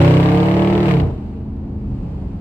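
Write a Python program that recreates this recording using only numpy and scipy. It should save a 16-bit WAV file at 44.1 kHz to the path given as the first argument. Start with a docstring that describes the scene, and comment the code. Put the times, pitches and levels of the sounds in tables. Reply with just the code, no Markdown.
"""A V8 pulls hard, heard from the driver's seat; it shifts up as the throttle closes near 1 s, then cruises.
The exhaust is a sum of multiples of the engine cycle rate, shaped by the resonances of pipe and cabin.
Each firing gates turbulent noise into a puff of rush and rasp; one cylinder cracks once a cycle, then pops in
the shift. A drone of low orders swells in the booms of the body shell, over filtered noise for tyres and wind."""
import sys
import numpy as np
from scipy import signal
from scipy.fft import rfft, irfft, next_fast_len
from scipy.io import wavfile

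SR = 44100
rng = np.random.default_rng(int(sys.argv[2]) if len(sys.argv) > 2 else 0)


def int16_out(signal):
    """Quantize to a 16-bit WAV file."""
    q = np.round(np.clip(np.atleast_2d(signal).T, -1, 1) * 32767)
    wavfile.write(sys.argv[1], SR, q.astype(np.int16))


N = 105972
TIME = np.arange(N) / SR
SIDES = np.array([[1], [-1]])   # left, right

FIRST_FIRING = .465   # place of the cracking cylinder in the engine cycle (cycles)
IN_STEP_ORDERS = 14   # orders above this are scrambled by reflections

# orders of the exhaust under load: order (multiple of the cycle rate), relative_level_db
PULL_ORDERS = [(2, -29), (3, -20), (4, -19.5), (5, -14), (6, -36), (7, -43), (8, -21.5), (9, -20),
               (10, -37), (11, -25), (12, -49.5), (13, -28.5), (14, -35.5), (15, -35.5), (16, -27),
               (17, -36), (18, -26.5), (19, -33), (20, -39), (21, -33.5), (22, -48), (23, -31.5), (24, -60),
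               (25, -33.5), (26, -34.5), (27, -43), (28, -39.5), (29, -35.5), (30, -34.5), (31, -45.5),
               (32, -42.5), (33, -50), (34, -35)]
# resonances and notches of pipe and cabin: centre_hz, spread_hz (standard deviation), gain_db
CABIN_RESONANCES = [(86.2, 4.9, 11), (129.8, 7.3, 5.5), (249, 14, -8), (257.5, 2.4, 3), (289.2, 2.7, -6),
                    (350, 20, 5.5), (392, 15, -17), (411, 12, 4.5), (458.4, 10.6, 9.5), (506.5, 5.9, 0.5),
                    (541, 4.6, -14), (560, 21, 3.5), (589.8, 2.5, -8.5), (639, 21, -4.5), (735, 35, 2.5)]
# load on the engine: time_s, gain_db
LOAD = [(0, 1), (.2, -1.5), (.5, -3.5), (.81, -6), (.92, -5.5), (1.0, -7.5), (1.06, -12.5), (1.1, -15.5),
        (1.16, -44), (2.4, -70)]
# uneven firing in the shift moves power between low orders: order, centre_s, spread_s, gain_db
SHIFT_SWELLS = [(4, .93, 0.062, 7), (3, .95, .035, -8), (3, 1.032, 0.018, 7), (4, 1.018, .02, -5),
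                (9, 0.953, 0.035, -4), (8, .95, 0.053, -11.5), (6, 1.5, .06, 1)]
# gain of the orders above the in-step ones, fading in the shift: time_s, gain_db
UPPER_ORDERS = [(0, -1), (.4, 0), (.82, 0), (.9, -1), (1.1, -2.5)]
# the firing turns ragged in the shift: time_s, roughness (0-1)
RAGGED = [(0, .05), (.81, .06), (.88, .17), (1.06, .22)]
ROUGH_ORDER = 19   # order at which the roughness has doubled
THROB_DEPTH, THROB_LEAD = .27, .31   # once-a-cycle swell: depth, phase lead (cycles); peaks just before the crack
BASS_PAN_DB = -0.5   # left minus right


def exhaust(cycles, rate):
    """Source-filter principle: harmonics of the engine cycle sweep through fixed resonances of pipe and cabin."""
    (load_db,), (rough,), (upper_db,) = in_time(LOAD), in_time(RAGGED), in_time(UPPER_ORDERS)
    throb = 1 + THROB_DEPTH * np.sin(2 * np.pi * (cycles - FIRST_FIRING + THROB_LEAD))
    upper_gain = from_db(upper_db) * throb
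    total = 0
    for order, order_db in PULL_ORDERS:
        swells = [row[1:] for row in SHIFT_SWELLS if row[0] == order]
        shift_db = bumps_db(swells, TIME)
        cabin_db = bumps_db(CABIN_RESONANCES, order * rate)
        tone = partial(order, cycles, rate, rough * (1 + (order / ROUGH_ORDER) ** 2))
        tone = from_db(order_db + cabin_db + load_db + shift_db) * tone
        if order > IN_STEP_ORDERS:
            tone = tone * upper_gain
        total = total + tone
    return total * from_db(SIDES * BASS_PAN_DB / 2)


# spectral envelope of the upper orders: frequency_hz, relative_level_db
GROWL_SPECTRUM = [(1100, 5.5), (1300, 6.5), (1600, 7.5), (1900, 4), (2300, -10), (2750, -12), (3400, -21)]
# left minus right of the engine's treble: frequency_hz, difference_db
LEAN = [(200, -12.5), (550, 4), (1000, 0.5), (1900, 5.5), (2800, 0.5), (3800, -5), (6000, 2.5), (9000, -2)]
# level of the rasp, whose fall the growl also follows: time_s, level_db
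RASP = [(0, -28.5), (.2, -32.5), (.5, -35), (.82, -36.5), (.91, -31.5), (.97, -38.5), (1.005, -38.5),
        (1.035, -46.5), (1.2, -58.5), (1.35, -62.5), (2.4, -90)]
GROWL_DB, GROWL_ROUGH = -32, .2
GROWL_PUFF = 0.11   # share of the growl shaped by the puffs


def growl(cycles, rate, firing):
    """Amplitude modulation: rough upper orders throb with the firings and follow the fall of the rasp."""
    rasp_db, = in_time(RASP)
    total = 0
    for order in range(35, 88):
        hz = order * rate[:SR].mean()
        level_db = at_hz(GROWL_SPECTRUM, hz) + SIDES * at_hz(LEAN, hz) / 2 + rng.normal(0, 3.5)
        total = total + from_db(level_db) * partial(order, cycles, rate, GROWL_ROUGH)
    throbbing = total * (1 - GROWL_PUFF + GROWL_PUFF * rms_one(firing))
    return from_db(GROWL_DB + rasp_db - rasp_db[0]) * rms_one(throbbing)


# level of the rush of gas in the pipes: time_s, level_db
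RUSH = [(0, -30.5), (.4, -23.5), (.8, -25), (.92, -24), (1.06, -25.5), (1.16, -37), (1.3, -40.5),
        (1.5, -45.5), (2.4, -95.5)]
# colour of the rush: frequency_hz, relative_level_db
RUSH_SPECTRUM = [(25, -16), (55, -5.5), (85, 3.5), (130, -18.5), (180, 1.5), (225, -1), (270, -3.5),
                 (335, 6.5), (390, 0.5), (455, 9.5), (530, -35.5), (605, 2.5), (680, -3.5), (900, -6),
                 (1300, -18), (2500, -38.5), (8000, -58.5)]
# colour of the rasp: frequency_hz, relative_level_db
RASP_SPECTRUM = [(300, -27), (700, -27.5), (1100, -2.5), (1500, -2), (1950, 0), (2800, 1), (3300, -7),
                 (4000, -7.5), (5000, -13.5), (6500, -21), (8200, -18), (10500, -39.5), (13000, -24.5),
                 (15500, -48)]


def gas(firing):
    """Turbulence noise gated by pulsed flow: every firing gives a low rush and a bright rasp."""
    rush = from_db(in_time(RUSH)[0]) * cabin_noise(RUSH_SPECTRUM, firing)
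    rasp = from_db(in_time(RASP)[0]) * cabin_noise(RASP_SPECTRUM, firing)
    return rush + rasp


# onset level of the crack under load: time_s, level_db
CRACK = [(0, -12.5), (.25, -15), (.6, -17), (.83, -17.5)]
# pops that replace the cracks as the throttle closes: start_s, level_db
POPS = [(.857, -16.5), (.883, -13), (.911, -11.5), (.939, -15), (.969, -21), (1.0, -16.5)]
# colour of cracks and pops: frequency_hz, relative_level_db
CRACK_SPECTRUM = [(300, -9.5), (600, 16.5), (1100, 18), (1500, -5), (2000, 12), (2800, 8.5), (3800, 2),
                  (5000, -7), (6500, -25), (8500, -23.5), (15000, -39)]
SHIFT_S = .845   # cracks stop here
CRACK_DECAY_S = .0007
CRACK_FRESH = .8   # amplitude of fresh noise relative to the repeated part
CRACK_RING, CRACK_RING_S = .32, .005   # ring in the pipe: relative amplitude, decay (s)


def crack(cycles, rate):
    """Impulsive excitation: a partly repeated noise burst, mixed with fresh noise at each blow, rings briefly."""
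    crack_s, crack_db = np.transpose(CRACK)
    beats = np.interp(np.arange(FIRST_FIRING, cycles[-1]), cycles, TIME)
    cracks = [(s, np.interp(s, crack_s, crack_db)) for s in beats if s < SHIFT_S]
    start, level_db = np.transpose(cracks + list(POPS))
    latest = np.searchsorted(start, TIME) - 1
    age = np.abs(TIME - start[latest])
    # noise read by age is the part that repeats at each blow
    repeated = rng.standard_normal((2, N))[:, (age * SR).astype(int)]
    burst = repeated + CRACK_FRESH * rng.standard_normal((2, N))
    decay = np.hypot(np.exp(-age / CRACK_DECAY_S), CRACK_RING * np.exp(-age / CRACK_RING_S))
    gate = from_db(level_db[latest]) * decay
    return np.sqrt(np.mean(gate ** 2)) * cabin_noise(CRACK_SPECTRUM, gate, white=burst)


# orders of the exhaust at light throttle: order (multiple of the cycle rate), relative_level_db
CRUISE_ORDERS = [(2, -46.5), (3, -34), (4, -37.5), (5, -34.5), (6, -45), (7, -59), (8, -39.5), (9, -44.5),
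                 (10, -45.5), (11, -45), (12, -50), (13, -48.5), (14, -53.5), (15, -58.5), (16, -56),
                 (17, -49)]
# booms of the body shell at light throttle: centre_hz, spread_hz (standard deviation), gain_db
SHELL_BOOMS = [(76, 8, 4.5), (126.3, 2.4, 6), (197, 18.2, 9.5), (265.4, 9, 9), (349, 14, 6)]
# gain of the cruising drone: time_s, gain_db
DRONE = [(0, -46.5), (1.0, -1), (1.15, -7), (1.4, -2), (1.7, -0.5), (1.87, -1), (2.0, -0.5), (2.1, -4),
         (2.4, -4)]
DRONE_ROUGH = .17


def drone(cycles, rate):
    """Structural resonance: soft low orders swell as they slide through the booms of the body shell."""
    total = 0
    for order, order_db in CRUISE_ORDERS:
        boom_db = bumps_db(SHELL_BOOMS, order * rate)
        total = total + from_db(order_db + boom_db) * partial(order, cycles, rate, DRONE_ROUGH)
    return from_db(in_time(DRONE)[0]) * total


# tyres on the road: time_s, rumble_level_db, hiss_level_db
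ROAD = [(0, -35, -47.5), (.7, -34.5, -45), (1.1, -23.5, -48.5), (1.35, -32.5, -50), (1.7, -30, -47.5),
        (1.87, -27, -48), (2.15, -25, -44.5), (2.4, -29.5, -47)]
# colour of the rumble: frequency_hz, relative_level_db
RUMBLE_SPECTRUM = [(22, -21), (32, 0.5), (50, 1.5), (75, 0), (105, -3.5), (140, -6), (190, -2.5),
                   (235, -14), (280, -9.5), (350, -16.5), (430, -20.5), (600, -27), (1000, -47.5),
                   (3000, -89.5)]
# colour of the hiss: frequency_hz, relative_level_db
HISS_SPECTRUM = [(300, -15.5), (500, -3), (800, -1.5), (1000, -7), (1400, -16), (1900, -22), (2700, -25.5),
                 (3500, -32), (4600, -31.5), (5800, -39), (15000, -53.5)]


def road():
    """Broadband rolling noise: tyre rumble through the body and a faint hiss above it."""
    rumble_db, hiss_db = in_time(ROAD)
    rumble = from_db(rumble_db) * cabin_noise(RUMBLE_SPECTRUM, lean=0)
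    hiss = from_db(hiss_db) * cabin_noise(HISS_SPECTRUM, lean=0)
    return rumble + hiss


# air over the body: time_s, level_db
WIND = [(0, -63), (1.3, -62.5), (1.5, -69.5), (1.75, -67.5), (1.95, -60.5), (2.15, -61), (2.4, -63)]
# colour of the air: frequency_hz, relative_level_db
WIND_SPECTRUM = [(800, -10.5), (1900, -2.5), (2700, 3), (3500, -6.5), (4600, -5.5), (5800, -15),
                 (7800, -11.5), (10000, -26), (15000, -30)]


def wind():
    """Aerodynamic noise: air over the body is a faint filtered hiss."""
    return from_db(in_time(WIND)[0]) * cabin_noise(WIND_SPECTRUM, lean=0)


PIPE_LAG, PIPE_SMEAR = 1.267, .147   # delay of the lowest orders (cycles); each higher order comes sooner
WAVER_HZ = 11   # corner of the slow random waver
SPREAD_HZ, SPREAD_RAD = 500, 1.35   # above this pitch the sides fall out of step, by about this phase or more


def partial(order, cycles, rate, rough):
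    """Dispersion and random modulation: one order, nominally rms 1, delayed by the pipe and wavering."""
    angle = 2 * np.pi * order * (cycles - PIPE_LAG + PIPE_SMEAR * order)
    high = (order * rate.mean() / SPREAD_HZ) ** 4
    apart = SPREAD_RAD * high / (1 + high) * rng.uniform(1, 1.52) * rng.choice([-1, 1])
    waver = 1 + rough * (drift(WAVER_HZ) + 1j * drift(WAVER_HZ))
    if order > IN_STEP_ORDERS:
        waver = waver * ripple(order * rate) * np.exp(2j * np.pi * rng.random())
    tone = np.real(waver * np.exp(1j * angle) * np.exp(.5j * apart * SIDES))
    return tone * np.sqrt(2 / (1 + 2 * rough ** 2))


RIPPLE_HZ, RIPPLE_DEPTH = 20, .45   # spacing and depth of the peaks and dips made by reflections


def ripple(hz):
    """Multipath interference: reflections add differently at each pitch, so a gliding tone swells and breaks."""
    grid = np.arange(0, 4000, RIPPLE_HZ)
    echoes = rng.standard_normal(len(grid)) + 1j * rng.standard_normal(len(grid))
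    response = 1 + RIPPLE_DEPTH * np.interp(hz, grid, echoes)
    return response / np.sqrt(np.mean(np.abs(response[:SR]) ** 2))


def puffs(cycles, strengths_db, decay, scatter_db):
    """Pulsed flow: evenly spaced bursts in each engine cycle, each of its own strength, decay exponentially."""
    count = len(strengths_db)
    place = (cycles - FIRST_FIRING + 2) * count
    index = place.astype(int)
    level_db = np.array(strengths_db)[index % count] + scatter_db * rng.standard_normal(N)[index]
    return from_db(level_db) * np.exp(-(place - index) / count / decay)


# left-right likeness of noise in the cabin: frequency_hz, correlation (-1 to 1)
LIKENESS = [(60, 0.99), (200, 0.99), (350, 1), (550, 0.55), (1000, 0.33), (2200, 0.13), (4500, -0.32),
            (8000, -0.35), (14000, 0.83)]


def cabin_noise(spectrum, gate=1, lean=1, white=None):
    """Interaural coherence: gated, coloured noise mixes mid and side to the cabin's likeness; rms 1."""
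    if white is None:
        white = rng.standard_normal((2, N))
    size = next_fast_len(N + SR // 10)
    hz = np.arange(size // 2 + 1) * SR / size
    mid, side = rfft(white * gate, size)
    alike = np.clip(at_hz(LIKENESS, hz), -1, 1)
    level_db = at_hz(spectrum, hz) + lean * SIDES * at_hz(LEAN, hz) / 2
    gain = from_db(level_db) * (hz > 20)
    stereo = np.sqrt(1 + alike) * mid + SIDES * np.sqrt(1 - alike) * side
    return rms_one(irfft(gain * stereo, size)[:, :N])


def bumps_db(rows, at):
    """Resonance curve: a sum of bell-shaped peaks and dips, each (centre, spread, dB)."""
    return sum(db * np.exp(-.5 * ((at - centre) / spread) ** 2) for centre, spread, db in rows)


def drift(rate):
    """Low-passed random motion of spread 1; rate is the filter's pole frequency in Hz."""
    # computed at every 40th sample, then joined by straight lines
    r = np.exp(-80 * np.pi * rate / SR)
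    white = rng.standard_normal(N // 40 + 2002)
    slow = signal.lfilter([1], [1, -2 * r, r * r], white)[2000:]
    return np.interp(np.arange(N) / 40, np.arange(len(slow)), rms_one(slow))


def from_db(db):
    """Logarithmic level: decibels to amplitude gain."""
    return 10 ** (np.asarray(db) / 20)


def rms_one(x):
    """Effective value: scale to unit rms."""
    return x / np.sqrt(np.mean(x ** 2) + 1e-20)


def in_time(rows):
    """Linear interpolation: each column of a time curve at every sample."""
    s, *columns = np.transpose(rows)
    return [np.interp(TIME, s, column) for column in columns]


def at_hz(points, hz):
    """Logarithmic pitch: read a spectrum on a log-frequency axis."""
    f, value = np.transpose(points)
    return np.interp(np.log(np.maximum(hz, 1)), np.log(f), value)


# engine speed: time_s, speed_rpm
ENGINE_SPEED = [(0.0, 3732), (0.136, 3942), (0.354, 4218), (0.744, 4632), (0.82, 4662), (0.892, 4368),
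                (0.995, 3960), (1.056, 3432), (1.13, 3120), (1.344, 3180), (1.632, 3180), (1.852, 3108),
                (1.95, 2976), (2.104, 2628), (2.252, 2508), (2.4, 2508)]
# relative strength of the puffs in firing order: level_db
CYLINDER_DB = [-4, -3, -2, -5, -13, -5, -13, -15]
PUFF_DECAY, PUFF_SCATTER_DB = .06, 1.0   # decay in cycles, random strength in dB
PUFF_FLOOR = .4   # steady flow added beneath the puffs


def scene():
    """Four-stroke timing: one engine cycle takes two revolutions and drives every engine layer."""
    rate = in_time(ENGINE_SPEED)[0] / 120   # cycles per second
    cycles = np.cumsum(rate) / SR
    firing = PUFF_FLOOR + puffs(cycles, CYLINDER_DB, PUFF_DECAY, PUFF_SCATTER_DB)
    engine = exhaust(cycles, rate) + growl(cycles, rate, firing) + gas(firing) + crack(cycles, rate)
    return engine + drone(cycles, rate) + road() + wind()


FADE_S, CUTOFF_HZ = .004, 15700


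def record(dry):
    """Band limiting: the ends are eased and a steep low-pass cuts the top."""
    to_edge_s = np.minimum(TIME, TIME[::-1])
    ease = np.sin(np.pi / 2 * np.clip(to_edge_s / FADE_S, 0, 1)) ** 2
    low_pass = signal.cheby2(12, 70, CUTOFF_HZ, fs=SR, output="sos")   # 70 dB down at the cutoff
    return signal.sosfilt(low_pass, dry * ease)


dry = scene()
out = record(dry)
int16_out(out)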